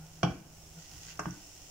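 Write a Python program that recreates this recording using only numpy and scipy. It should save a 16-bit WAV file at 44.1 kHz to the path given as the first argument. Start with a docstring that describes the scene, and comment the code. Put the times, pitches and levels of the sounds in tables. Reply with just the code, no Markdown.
"""Fat sizzles quietly and a heavy metal pan drones as a spatula rubs and smears thick paste over its bottom.
The spatula knocks the pan three times, the first with a small bounce: the blade clacks,
the food-damped wall rings briefly and the pan thumps on its support.
Around the last two knocks bubbles pop; just before them the blade catches on the crust.
A small kitchen reverberates, over a steady background with the flame of the gas hob."""
import sys
import numpy as np
from scipy import signal
from scipy.fft import rfft, irfft
from scipy.io import wavfile

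SR = 44100
rng = np.random.default_rng(int(sys.argv[2]) if len(sys.argv) > 2 else 0)


def generate_wav(signal):
    """Clip the signal to [-1, 1] and save it as 16-bit WAV at the path in sys.argv[1]."""
    frames = np.transpose(np.atleast_2d(signal))
    scaled = np.clip(frames, -1, 1) * 32767
    pcm = np.round(scaled).astype(np.int16)
    wavfile.write(sys.argv[1], SR, pcm)


N = 74970
TIME_S = np.arange(N) / SR
BINS_HZ = np.maximum(np.fft.rfftfreq(N, 1 / SR), 1)

# Envelopes. Each row: time in seconds, level in dB.
SIZZLE_LEVEL = [(0, -61), (.12, -59), (.42, -64), (.556, -58.5), (1.092, -54), (1.17, -61), (1.428, -55),
                (1.7, -55.5)]
DRONE_LEVEL = [(0, -49.5), (.04, -47), (.08, -61), (.2, -54.5), (.45, -61), (.53, -59.5), (.74, -62.5),
               (.785, -45.5), (.84, -75.5), (1.08, -59), (1.5, -74.5)]
RUMBLE_LEVEL = [(0, -57), (.45, -62), (.68, -56.5), (.85, -66), (.93, -51), (1.03, -57.5), (1.11, -54),
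                (1.25, -53.5), (1.45, -64.5), (1.7, -58)]
SMEAR_LEVEL = [(0, -74.5), (.3, -60), (.73, -94), (.78, -57.5), (.93, -57), (.99, -56.5), (1.03, -52.5),
               (1.1, -51), (1.18, -62.5), (1.7, -61.5)]
# Noise spectra. Each row: frequency in Hz, relative density in dB.
BACKGROUND_SPECTRUM = [(30, 7), (120, -1.5), (220, -8.5), (300, 1.5), (450, -5.5), (750, -0.5), (950, -8),
                       (2000, -16), (4000, -22), (14800, -20.5)]
SIZZLE_SPECTRUM = [(1060, -81), (1800, -14.5), (2880, -3), (3800, -10), (4720, -8), (5310, 2.5),
                   (6000, 1.5), (7270, -1.5), (9280, -11), (13500, -17), (14700, -14), (15500, -6.5)]
RUMBLE_SPECTRUM = [(20, -22), (45, 4), (68, 4), (110, 1.5), (200, -14.5), (500, -28)]
SMEAR_SPECTRUM = [(400, -29), (1200, -11), (1520, 5.5), (1700, -18.5), (1900, 7.5), (2200, -6.5),
                  (2800, 3.5), (3800, -4), (4600, 3.5), (7000, 6.5), (9000, -33)]
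WALL_CRACK = [(100, -1), (420, -5), (750, 6), (1000, 2.5), (1500, -2), (1850, -20.5), (2300, -3.5),
              (2750, -11), (3250, -1), (3800, -31), (4400, -16.5), (5550, -9.5), (7000, -27.5),
              (12000, -45)]
BLADE_CRACK = [(100, -18.5), (380, -1.5), (750, -10), (1120, 10), (1400, -9), (1650, -9.5), (1900, -13.5),
               (2800, -14.5), (4000, -41), (12000, -60)]
SUPPORT_CRACK = [(30, -28), (70, 3.5), (160, -8), (280, -4.5), (450, -15.5), (1200, -77)]
SPIT_SPECTRUM = [(3800, -27), (5600, 9), (7200, -4), (10000, -12.5), (13000, -32)]
CATCH_SPECTRUM = [(700, -25), (1570, 4), (1900, -12), (2780, 6), (3700, -14), (4600, -3), (7000, -3),
                  (10000, -28)]
# Spatula on pan. Each row: start in seconds, wall in dB, blade in dB, paste damping as divisor of the
# blade's T60, thump in dB, thump delay in seconds, bottom boom in dB, fat spit in dB.
KNOCKS = [(0.2307, -26, -32, 1.3, -14.5, 0.00423, -32.5, -53),
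          (0.2465, -37.5, -56, 0.88, -57, 0.001, -51, -73),
          (1.1929, -72, -22.5, 0.88, -40.5, 0.00566, -44.5, -39),
          (1.2567, -54.5, -26.5, 1.83, -27, 0.00772, -37, -56)]
# Modes of pan wall, spatula, pan on its support and pan bottom.
# Each row: frequency in Hz, relative level in dB, T60 in seconds.
WALL_MODES = [(357, -4, 0.047), (496.6, -10, 0.22), (682, 0.5, 0.08), (763.4, -9, 0.19), (823, -8.5, 0.11),
              (1324, -13, 0.11), (1428, 2, 0.055), (1570, -20, 0.03), (2326, -6, 0.02), (3110, -25, 0.012),
              (3210, -15, 0.0054), (4314, -8, 0.022), (5680, -9, 0.02)]
BLADE_MODES = [(425, -20, 0.11), (600, -15.5, 0.072), (931, -12.5, 0.088), (1127, -3, 0.027),
               (1190, -11, 0.011), (1474, -21, 0.21), (1576, -15.5, 0.07), (2160, -32, 0.17)]
SUPPORT_MODES = [(90.3, -17.5, 0.19), (130.25, -8, 0.35), (170.6, 0, 0.18), (208, -14, 0.027)]
BOTTOM_MODES = [(297.8, -2, 0.18), (326, -1, 0.13)]
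# Large bubbles. Each row: start in seconds, level in dB, centre in Hz, T60 in seconds.
POPS = [(0.989, -30, 9400, 0.0036), (1.012, -41, 5750, 0.018), (1.022, -39, 6730, 0.0095),
        (1.173, -42, 5760, .02), (1.3065, -41.5, 5830, 0.039)]
# Blade on crust. Each row: start in seconds, level in dB, T60 in seconds.
CATCHES = [(1.0835, -42.5, 0.021), (1.0975, -47, 0.031), (1.108, -50, 0.064), (1.119, -51, 0.086)]
# Stereo width. Each row: frequency in Hz, left-right coherence from 0 to 1.
COHERENCE = [(60, .99), (180, .99), (300, .76), (700, .64), (1400, .46), (3000, .13), (6000, 0), (15000, 0)]
# Stereo balance. Each row: frequency in Hz, left minus right in dB.
BALANCE_DB = [(60, -6), (170, 1), (400, 2.5), (900, -0.5), (1500, -3.5), (2700, -0.5), (5700, -6.5),
              (6800, -2), (7600, 14.5), (10000, -1.5), (13000, 0.5), (15000, -9)]
# Reverb decay. Each row: frequency in Hz, T60 in seconds.
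ROOM_T60_S = [(100, 0.59), (700, 0.3), (2000, 0.46), (5000, 0.29)]
# Reverb colour. Each row: frequency in Hz, band gain in dB.
ROOM_DB = [(100, -23.5), (170, -17), (280, -5.5), (1400, -10.5), (3000, -1), (6000, -14.5)]

CUTOFF_HZ = 15700
FLAT_SPECTRUM = [(20, 0), (CUTOFF_HZ, 0)]


def from_db(db):
    """Decibels to gain."""
    return 10 ** (np.asarray(db) / 20)


def unit_rms(x):
    """Scale to rms 1."""
    return x / np.sqrt(np.mean(x ** 2) + 1e-20)


def envelope(rows):
    """Gain over time, interpolated in dB."""
    return from_db(np.interp(TIME_S, *np.transpose(rows)))


def decay(start_s, t60_s, rise_s=0.00067):
    """Rounded onset, exponential decay."""
    age_s = np.maximum(TIME_S - start_s, 0)
    return np.tanh(age_s / rise_s) ** 2 * from_db(-60 * np.minimum(age_s / t60_s, 4))


def at_hz(rows, hz):
    """Read a table on a log-frequency axis."""
    row_hz, values = np.transpose(rows)
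    return np.interp(np.log(hz), np.log(row_hz), values)


def balance(hz):
    """Left and right gains at constant total power."""
    gains = from_db(np.array([[.5], [-.5]]) * at_hz(BALANCE_DB, hz))
    return gains / np.sqrt(np.mean(gains ** 2, axis=0))


def resonance(hz, width_hz):
    """Band-pass response, peak 1."""
    return 1 / (1 + 1j * (BINS_HZ ** 2 - hz ** 2) / (BINS_HZ * width_hz))


def colour(pair, spectrum):
    """Two independent signals to stereo with this spectrum, rms 1."""
    mid, side = rfft(pair)
    coherence = at_hz(COHERENCE, BINS_HZ)
    stereo = np.sqrt(1 + coherence) * mid + np.sqrt(1 - coherence) * side * [[1], [-1]]
    return unit_rms(irfft(stereo * balance(BINS_HZ) * from_db(at_hz(spectrum, BINS_HZ)), N))


def noise(spectrum):
    """Coloured stereo noise."""
    return colour(rng.standard_normal((2, N)), spectrum)


def grains(per_s, spread_db):
    """Two trains of clicks, random in time and size."""
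    sizes = from_db(spread_db * np.minimum(rng.exponential(1, N), 5))
    return unit_rms((rng.random(N) < per_s / SR) * sizes * rng.standard_normal((2, N)))


def background(level_db=-59.5):
    """Steady noise of kitchen and gas flame."""
    return from_db(level_db) * noise(BACKGROUND_SPECTRUM)


def sizzle(burst_share=0.44, gain_db=2):
    """Tiny bursts in the fat merge to a hiss; single ones stand out."""
    bursts = np.sqrt(burst_share) * grains(per_s=2400, spread_db=2.0)
    hiss = np.sqrt(1 - burst_share) * rng.standard_normal((2, N))
    return from_db(gain_db) * envelope(SIZZLE_LEVEL) * colour(bursts + hiss, SIZZLE_SPECTRUM)


def smear():
    """The blade drags through grainy paste."""
    return envelope(SMEAR_LEVEL) * colour(grains(per_s=1100, spread_db=-1.5), SMEAR_SPECTRUM)


def drone(support_hz=158.8, wall_db=-14.5):
    """Rubbing makes the pan drone on its support and the wall sing faintly."""
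    band = irfft(rfft(rng.standard_normal(N)) * resonance(support_hz, width_hz=5.9) ** 2, N)
    amplitude = np.abs(signal.hilbert(band))
    hum = unit_rms(band / np.sqrt(amplitude + 1e-12))  # 2:1 compression
    wall_response = 0
    for hz, db, t60_s in WALL_MODES:
        width_hz = np.log(1000) / (np.pi * t60_s)
        wall_response += from_db(db) * t60_s * resonance(hz, width_hz)
    singing = unit_rms(irfft(rfft(noise(FLAT_SPECTRUM)) * wall_response, N))
    return envelope(DRONE_LEVEL) * (hum + from_db(wall_db) * singing)


def rumble():
    """The pan moves under the blade's drag."""
    return envelope(RUMBLE_LEVEL) * noise(RUMBLE_SPECTRUM)


def snap(start_s, spectrum):
    """First pulse of a contact: minimum phase, peak 1."""
    magnitude = from_db(at_hz(spectrum, BINS_HZ)) * balance(BINS_HZ)
    cepstrum = irfft(np.log(magnitude), N)
    causal = cepstrum * (1 + np.sign(N / 2 - np.arange(N)))
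    causal[:, 0] /= 2
    pulse = irfft(np.exp(rfft(causal)), N)
    return np.roll(pulse, int(start_s * SR), axis=1) / np.abs(pulse).max()


def ring(start_s, modes, sharp=0, relax_s=0.014, spread_db=1.8):
    """Struck modes; pressure raises their pitch by the fraction `sharp`, then relaxes."""
    age_s = np.maximum(TIME_S - start_s, 0)
    warped_s = age_s + sharp * relax_s * (1 - np.exp(-age_s / relax_s))
    out = 0
    for k, (hz, db, t60_s) in enumerate(modes):
        stereo_rad = (-1) ** (k // 2) * np.arccos(at_hz(COHERENCE, hz)) * np.array([[.5], [-.5]])
        wave = (-1) ** k * np.sin(2 * np.pi * hz * warped_s + stereo_rad)
        onset = np.minimum(2 * hz * age_s, 1)
        gain = from_db(db + spread_db * rng.standard_normal())
        out += gain * balance(hz) * wave * onset * decay(start_s, t60_s)
    return out


def strike(start_s, modes, spectrum, snap_db, crack_db, crack_t60_s, sharp=0):
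    """One part is hit: a pulse, a crack of dense damped modes, a few clear modes."""
    crack = from_db(crack_db) * noise(spectrum) * decay(start_s, crack_t60_s)
    return from_db(snap_db) * snap(start_s, spectrum) + crack + ring(start_s, modes, sharp)


def knocks():
    """Each knock drives wall, blade, support and bottom, and squeezes out a spit of fat."""
    out = 0
    for start_s, wall_db, blade_db, damping, thump_db, delay_s, boom_db, spit_db in KNOCKS:
        damped_modes = [(hz, db, t60_s / damping) for hz, db, t60_s in BLADE_MODES]
        wall = strike(start_s, WALL_MODES, WALL_CRACK, snap_db=3, crack_db=4.0, crack_t60_s=0.068)
        blade = strike(start_s, damped_modes, BLADE_CRACK,
                       snap_db=-3, crack_db=-2.5, crack_t60_s=0.042 / damping)
        thump = strike(start_s + delay_s, SUPPORT_MODES, SUPPORT_CRACK,
                       snap_db=-24, crack_db=-19, crack_t60_s=0.4, sharp=0.063)
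        boom = ring(start_s + delay_s, BOTTOM_MODES)
        spit = noise(SPIT_SPECTRUM) * decay(start_s, t60_s=0.075)
        out += from_db(wall_db) * wall + from_db(blade_db) * blade + from_db(thump_db) * thump
        out += from_db(boom_db) * boom + from_db(spit_db) * spit
    return out


def kitchen_reverb(x, delay_s=0.0018):
    """Diffuse reflections, one decay time per octave."""
    diffuse = rfft(noise(FLAT_SPECTRUM))
    response = 0
    for hz in 2.0 ** np.arange(6, 15):
        band = irfft(diffuse * (np.abs(np.log2(BINS_HZ / hz)) <= .5), N)
        fade = decay(delay_s, at_hz(ROOM_T60_S, hz))
        response += from_db(at_hz(ROOM_DB, hz)) * band * fade / np.sqrt(np.sum(fade ** 2))
    mono = x.sum(axis=0, keepdims=True) / np.sqrt(2)
    return signal.fftconvolve(mono, response, axes=1)[:, :N]


def pops(swell_s=0.0016):
    """Large bubbles burst under the blade with a soft spurt of steam."""
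    out = 0
    for start_s, db, hz, t60_s in POPS:
        steam = irfft(rfft(rng.standard_normal((2, N))) * resonance(hz, width_hz=530) ** 2, N)
        swell = np.clip((TIME_S - start_s) / swell_s, 0, 1)
        out += from_db(db) * balance(hz) * unit_rms(steam) * swell * decay(start_s, t60_s)
    return out


def catches():
    """The blade's edge catches on the crust and slips free with a short rasp."""
    slips = sum(from_db(db) * decay(start_s, t60_s) for start_s, db, t60_s in CATCHES)
    return slips * noise(CATCH_SPECTRUM)


def scene():
    """Knocks, catches and pops with reverb, over stirring, sizzle and background."""
    hits = knocks() + catches() + pops()
    return hits + kitchen_reverb(hits) + smear() + drone() + rumble() + sizzle() + background()


def record(dry):
    """Steep low-pass."""
    return irfft(rfft(dry) / np.sqrt(1 + (BINS_HZ / CUTOFF_HZ) ** 300), N)


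dry = scene()
out = record(dry)
generate_wav(out)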